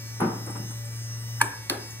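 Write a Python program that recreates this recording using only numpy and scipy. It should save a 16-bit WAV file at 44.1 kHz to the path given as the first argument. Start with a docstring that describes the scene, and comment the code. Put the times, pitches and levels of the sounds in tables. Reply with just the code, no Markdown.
"""At a table-tennis table, close to a small home-made ball launcher. Its unbalanced wheel drives a hum
in the wooden box; the motor whines at multiples of the shaft rate over a rushing noise. A ball bouncing
about the room makes wooden knocks and light ticks. Another is fired with a pop that slows the wheel, and
bounces once on the table. The impacts ring on in the room; a phone's two microphone ports pick it up."""
import sys
import numpy as np
from scipy import signal
from scipy.fft import rfft, irfft, next_fast_len
from scipy.io import wavfile

SR = 44100
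rng = np.random.default_rng(int(sys.argv[2]) if len(sys.argv) > 2 else 0)


def master(y):
    """Save y as 16-bit WAV."""
    cut = np.clip(np.atleast_2d(y).T, -1, 1)
    pcm = np.round(cut * 32767)  # scale
    wavfile.write(sys.argv[1], SR, pcm.astype(np.int16))


N = 88200

# table-top modes: f/Hz, width/Hz, relative level/dB
TABLE_MODES = [(290, 82, -1), (405, 75, -2), (537, 64, -5), (785, 110, -6.5), (1044, 185, -9.5),
               (1680, 120, -3)]
# decay of struck wood: f/Hz, t60/s
WOOD_DECAY = [(200, 0.39), (1000, 0.43), (2500, 0.3)]
SIDE = np.array([[.5], [-.5]])  # left and right share of a difference


def amp(db):
    return 10 ** (np.asarray(db) / 20)


def unit_rms(x):
    return x / np.sqrt(np.mean(x ** 2) + 1e-20)


def along(points, hz):
    """Interpolate (f/Hz, value) points on a log axis."""
    f, values = np.transpose(points)
    return np.interp(np.log(hz + 1), np.log(f + 1), values)


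def filtered(x, response):
    """Apply a complex frequency response."""
    size = next_fast_len(x.shape[-1] + SR // 2)
    return irfft(rfft(x, size) * response(np.fft.rfftfreq(size, 1 / SR)), size)[..., :x.shape[-1]]


def resonances(modes):
    """Causal response of modes (f/Hz, width/Hz, level/dB), alternating in sign."""
    return lambda f: sum((-1) ** k * amp(db) * 1j * f * width / (hz * hz - f * f + 1j * f * width)
                         for k, (hz, width, db) in enumerate(modes))


def noise_pair(coherence, length):
    """Left and right noise with a given coherence per frequency."""
    def weights(hz):
        angle = np.arccos(np.clip(along(coherence, hz), -1, 1)) / 2
        return np.array([np.cos(angle), np.sin(angle)])
    mid, side = filtered(rng.standard_normal((2, length)), weights)
    return np.array([mid + side, mid - side])


def decayed(noise, decay):
    """Fade each band at its own rate (f/Hz, t60/s)."""
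    hz, t, bands = signal.stft(noise, SR, nperseg=256)
    fade = amp(-60 * t / along(decay, hz)[:, None])
    return signal.istft(bands * fade, SR, nperseg=256)[1][..., :noise.shape[-1]]


def add(track, at_s, sound):
    part = track[:, round(at_s * SR):][:, :sound.shape[-1]]
    part += sound[..., :part.shape[-1]]


def burst(response, rise_s, t60_s):
    """Coloured noise: linear rise, exponential decay."""
    t = np.arange(SR // 8) / SR
    noise = unit_rms(filtered(rng.standard_normal(len(t)), response))
    return noise * np.minimum(t / rise_s, 1) * amp(-60 * np.maximum(t - rise_s, 0) / t60_s)


def wood_knock(modes, decay, tilt_db_oct, rise_s=0.0051):
    """A blow on wood: noise in its modes, dying by band."""
    # left-right likeness of the wood's sound: f/Hz, coherence
    coherence = [(350, 0.99), (600, 0.075), (1500, 0.068), (2500, 0.46)]
    low_hz, top_hz = 125, 2510
    t = np.arange(SR // 2) / SR

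    def colour(f):
        tilt = amp(tilt_db_oct * np.log2(np.minimum(f + 1, top_hz / 2) / 400))
        rolloff = (1 + 1j * f / top_hz) ** 3 * (1 + low_hz / (1j * f + 1)) ** 3
        return resonances(modes)(f) * tilt / rolloff
    noise = unit_rms(filtered(noise_pair(coherence, len(t)), colour))
    return decayed(noise, decay) * np.minimum(t / rise_s, 1)


def room(x):
    """Diffuse tail of a furnished room."""
    # reverberation: f/Hz, t60/s
    decay = [(300, 0.4), (1500, 0.52), (5000, 0.27), (12000, 0.42)]
    # left-right likeness of the tail: f/Hz, coherence
    coherence = [(350, 0.93), (700, 0.057), (3000, 0.2), (6000, 1)]
    tail = decayed(noise_pair(coherence, SR // 2), decay)
    delayed = np.pad(x.mean(0), (300, 0))[None]
    return signal.fftconvolve(delayed, tail / np.linalg.norm(tail[0]), axes=1)[:, :N]


def rush(shaft_rad):
    """Rushing noise that beats once a turn."""
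    # noise spectrum: f/Hz, relative density/dB
    spectrum = [(25, -36), (65, -15.5), (100, -13), (330, -24.5), (600, -29.5), (2300, -30), (2800, -36),
                (3500, -34), (4300, -40), (5200, -36), (7300, -42), (8300, -31), (9200, -37), (14300, -37),
                (16000, -55)]
    # left-right likeness: f/Hz, coherence
    coherence = [(60, 0.8), (300, 1), (700, 0.033), (2000, 0.89), (4000, 0.28), (6000, 1)]
    beating = noise_pair(coherence, N) * (1 + 0.15 * np.sin(shaft_rad))
    return amp(-48.5) * unit_rms(filtered(beating, lambda f: amp(along(spectrum, f))))


def whine(shaft_rad, shaft_hz, mean_hz):
    """Wavering shaft orders; five commutator bars lift every fifth."""
    # envelope of the orders: f/Hz, level/dB
    envelope = [(200, -74.5), (1500, -70), (2800, -72), (4200, -69), (5500, -58), (7200, -72),
                (8600, -69.5), (10000, -73), (13500, -66.5), (15000, -80)]
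    # prominent orders: order, level/dB at each of speeds_hz
    prominent = [(5, -67.5, -62, -62), (20, -59, -60, -72), (25, -64, -62, -60), (43, -68, -57, -57),
                 (44, -64, -59, -56), (45, -50, -54, -53), (46, -62, -54, -53), (47, -58, -57, -58),
                 (50, -53, -52, -50), (53, -70, -60, -59), (55, -57, -57, -55), (56, -50, -51, -55),
                 (60, -70, -62, -60), (70, -72, -63, -55)]
    # shaft rate when slowed, running up, at full speed: f/Hz
    speeds_hz = [112, 114.8, 116.3]
    # left-right phase scatter from the room: f/Hz, deviation/rad
    spread = [(400, 0.2), (1000, 1.78), (5500, 0.4), (7000, 0.06)]
    bars_db, scatter_db, waver_db = 3.5, 3.5, 4.5
    scatter_rad = 1.6  # small = one crisp pulse a turn
    orders = np.arange(2, 140)
    count, order_hz = len(orders), orders * mean_hz
    smooth_db = along(envelope, order_hz) + bars_db * (orders % 5 == 0)
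    levels_db = list(smooth_db + scatter_db * rng.standard_normal(count))
    for order, *db_at_speed in prominent:
        levels_db[order - orders[0]] = np.interp(shaft_hz, speeds_hz, db_at_speed)
    wavers = rng.standard_normal((count, 24))
    common_rad = scatter_rad * rng.standard_normal(count)
    phases_rad = common_rad + SIDE * along(spread, order_hz) * rng.standard_normal(count)
    x = np.zeros((2, N))
    for order, db, knots, phase in zip(orders, levels_db, wavers, phases_rad.T):
        waver = np.interp(np.linspace(0, 23, N), np.arange(24), knots)
        x += amp(db + waver_db * waver) * np.sin(order * shaft_rad + phase[:, None])
    return x


def box_hum(shaft_rad):
    """The unbalanced wheel drives one resonance of the box."""
    box_hz, width_hz, on_resonance_db = 116.68, 3.77, -34.5
    return filtered(np.sqrt(2) * np.sin(shaft_rad), resonances([(box_hz, width_hz, on_resonance_db)]))


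def motor():
    """Hum, whine and rush follow the wheel; one steady tone does not."""
    # shaft rate, dipping at the shot: t/s, f/Hz
    shaft = [(0, 114.2), (0.45, 115.2), (0.952, 115.9), (1.411, 116.6), (1.426, 110.4), (1.7, 111.3),
             (2, 113.2)]
    settle = SR // 2  # samples before t = 0 for the hum to build up
    times_s, rates_hz = np.transpose(shaft)
    shaft_hz = np.interp(np.arange(-settle, N) / SR, times_s, rates_hz)
    shaft_rad = 2 * np.pi * np.cumsum(shaft_hz) / SR
    hum = box_hum(shaft_rad)[settle:]
    shaft_rad, shaft_hz = shaft_rad[settle:], shaft_hz[settle:]
    tone = amp(-54.5) * np.sin(2 * np.pi * 1960 * np.arange(N) / SR)
    return hum + tone + whine(shaft_rad, shaft_hz, rates_hz.mean()) + rush(shaft_rad)


def knocks_and_ticks():
    """Wooden knocks and light shell ticks of a ball bouncing about the room."""
    # blows on wood: t/s, relative level/dB, tilt/(dB/octave), t60 factor
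    knocks = [(0.199, -21.5, 7.5, 1.21), (.212, -15, 0.5, 1.17), (.465, -31, 4.5, 0.8),
              (.492, -31.5, 2.5, 0.53), (.552, -29.5, 5, 0.57), (0.591, -26.5, -5, 0.61),
              (.692, -35.5, -3, 0.37), (.706, -37, 11, 0.31)]
    # modes of the struck wood: f/Hz, width/Hz, relative level/dB
    wood_modes = [(188, 39, 16), (261, 11, 1), (282, 45, 8.5), (363, 6, -1), (759, 58, -3.5), (996, 92, -1),
                  (1096, 190, -5.5), (1540, 430, -17.5)]
    # shell ticks: t/s, relative level/dB, f/Hz, upper mode re that mode/dB
    ticks = [(0.2036, -29, 10470, 8), (0.4625, -34.5, 8500, -3), (0.5029, -35.5, 8300, 1),
             (0.568, -38, 8240, -5), (0.709, -35, 8400, 4), (0.851, -40.5, 8300, -4),
             (0.963, -39.5, 8250, 5), (1.443, -30.5, 8400, -8), (1.9047, -38.5, 6680, -15)]
    upper_hz, width_hz = 10460, 330
    x = np.zeros((2, N))
    for at_s, db, tilt_db_oct, t60_factor in knocks:
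        decay = np.multiply(WOOD_DECAY, [1, t60_factor])
        add(x, at_s, amp(db - 4.5) * wood_knock(wood_modes, decay, tilt_db_oct))
    for at_s, db, hz, upper_db in ticks:
        shell = resonances([(hz, width_hz, 0), (upper_hz, width_hz, upper_db)])
        add(x, at_s, amp(db - 5) * burst(shell, rise_s=0.00026, t60_s=0.084))
    return x


def bounce(at_s):
    """The fired ball lands on the table: a crack and the boards' thud."""
    # crack spectrum: f/Hz, relative density/dB
    crack = [(800, -13.5), (1700, -2), (2500, -4.5), (3500, -2.5), (4700, 5), (5900, -2), (6700, -17),
             (9500, -6), (12500, -1.5), (16300, -24)]
    x = np.zeros((2, N))
    add(x, at_s, amp(-14.5) * burst(lambda f: amp(along(crack, f)), rise_s=0.001, t60_s=0.023))
    add(x, at_s, amp(-27.5) * wood_knock(TABLE_MODES, WOOD_DECAY, tilt_db_oct=0, rise_s=0.0035))
    return x


def pop(at_s):
    """A ball scrapes into the wheel; the tube rings under a hiss, the box recoils, far walls echo."""
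    # tube modes: f/Hz, relative level/dB, t60/s
    tube_modes = [(919, -3.5, 0.022), (1135, -11.5, 0.013), (1350, -16, 0.013), (1665, -1, 0.012),
                  (2267, -14.5, 0.03), (2465, -15.5, 0.015)]
    # hiss spectrum: f/Hz, relative density/dB
    hiss_spectrum = [(1500, -11), (2900, -1.5), (5000, -6), (7500, -6.5), (9800, 0), (11700, -6),
                     (15000, -13), (16300, -40)]
    # wall echoes: delay/s, gain/dB
    echoes = [(.031, -31), (.11, -26)]
    rise_s, scrape_s, noise_t60_s = 0.006, 0.012, 0.031
    t = np.arange(SR // 8) / SR
    swell = np.sin(np.pi / 2 * np.minimum(t / rise_s, 1)) ** 2
    age_s = t - rise_s
    modes = sum(amp(db - 60 * np.maximum(age_s, 0) / t60_s) * np.sin(2 * np.pi * hz * age_s + 1)
                for hz, db, t60_s in tube_modes)
    ring = amp(-7.5) * swell * modes
    hiss = amp(-17.5) * burst(lambda f: amp(along(hiss_spectrum, f)), rise_s, noise_t60_s)
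    recoil = amp(-35.5) * wood_knock(TABLE_MODES, WOOD_DECAY, tilt_db_oct=1)
    broad_tube = resonances([(hz, hz / 4, db) for hz, db, _ in tube_modes])
    scrape = amp(-30.5) * burst(broad_tube, scrape_s, noise_t60_s)
    x = np.zeros((2, N))
    add(x, at_s - scrape_s, scrape)
    add(x, at_s, ring + hiss)
    add(x, at_s + rise_s, recoil)
    for delay_s, db in echoes:
        smear = rng.standard_normal(SR // 50) * np.hanning(SR // 50)
        add(x, at_s + delay_s, amp(db) * signal.fftconvolve(ring, smear / np.linalg.norm(smear)))
    return x


def scene():
    """Stray ball, shot and bounce in the room, over the running motor."""
    # tube mouth off to one side: f/Hz, left lead/rad
    mouth_lead = [(500, -0.045), (700, -0.85), (1800, -1.76), (2300, -1.03), (5000, -0.58)]
    shot, stray, landing = pop(at_s=1.4105), knocks_and_ticks(), bounce(at_s=1.6975)
    shot_aside = filtered(shot, lambda f: np.exp(1j * SIDE * along(mouth_lead, f)))
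    direct = motor() + stray + shot_aside + landing
    return direct + amp(-10) * (room(shot) + room(stray)) + amp(-8) * room(landing)


def record(dry):
    """Soft peak ceiling, then two band-limited phone ports that differ in phase and level."""
    # phase between the ports: f/Hz, left lead/rad
    port_lead = [(550, 0), (1700, .9), (2700, 3.1), (4050, 3.5), (4250, .1), (4640, 3), (5200, 3.14),
                 (8400, 6.28), (11700, 9.42), (14900, 12.57)]
    # port imbalance: f/Hz, level/dB added left and taken from right
    port_tilt = [(100, 0.81), (800, 0.95), (1500, 0)]
    top_hz = 16450
    lead_hz, lead_rad = np.transpose(port_lead)

    def ports(hz):
        phase = np.exp(1j * SIDE * np.interp(hz, lead_hz, lead_rad))
        return phase * amp(2 * SIDE * along(port_tilt, hz)) * (hz < top_hz)
    limited = dry / np.sqrt(np.hypot(1, dry ** 2))
    return filtered(limited, ports)


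dry = scene()
out = record(dry)
master(out)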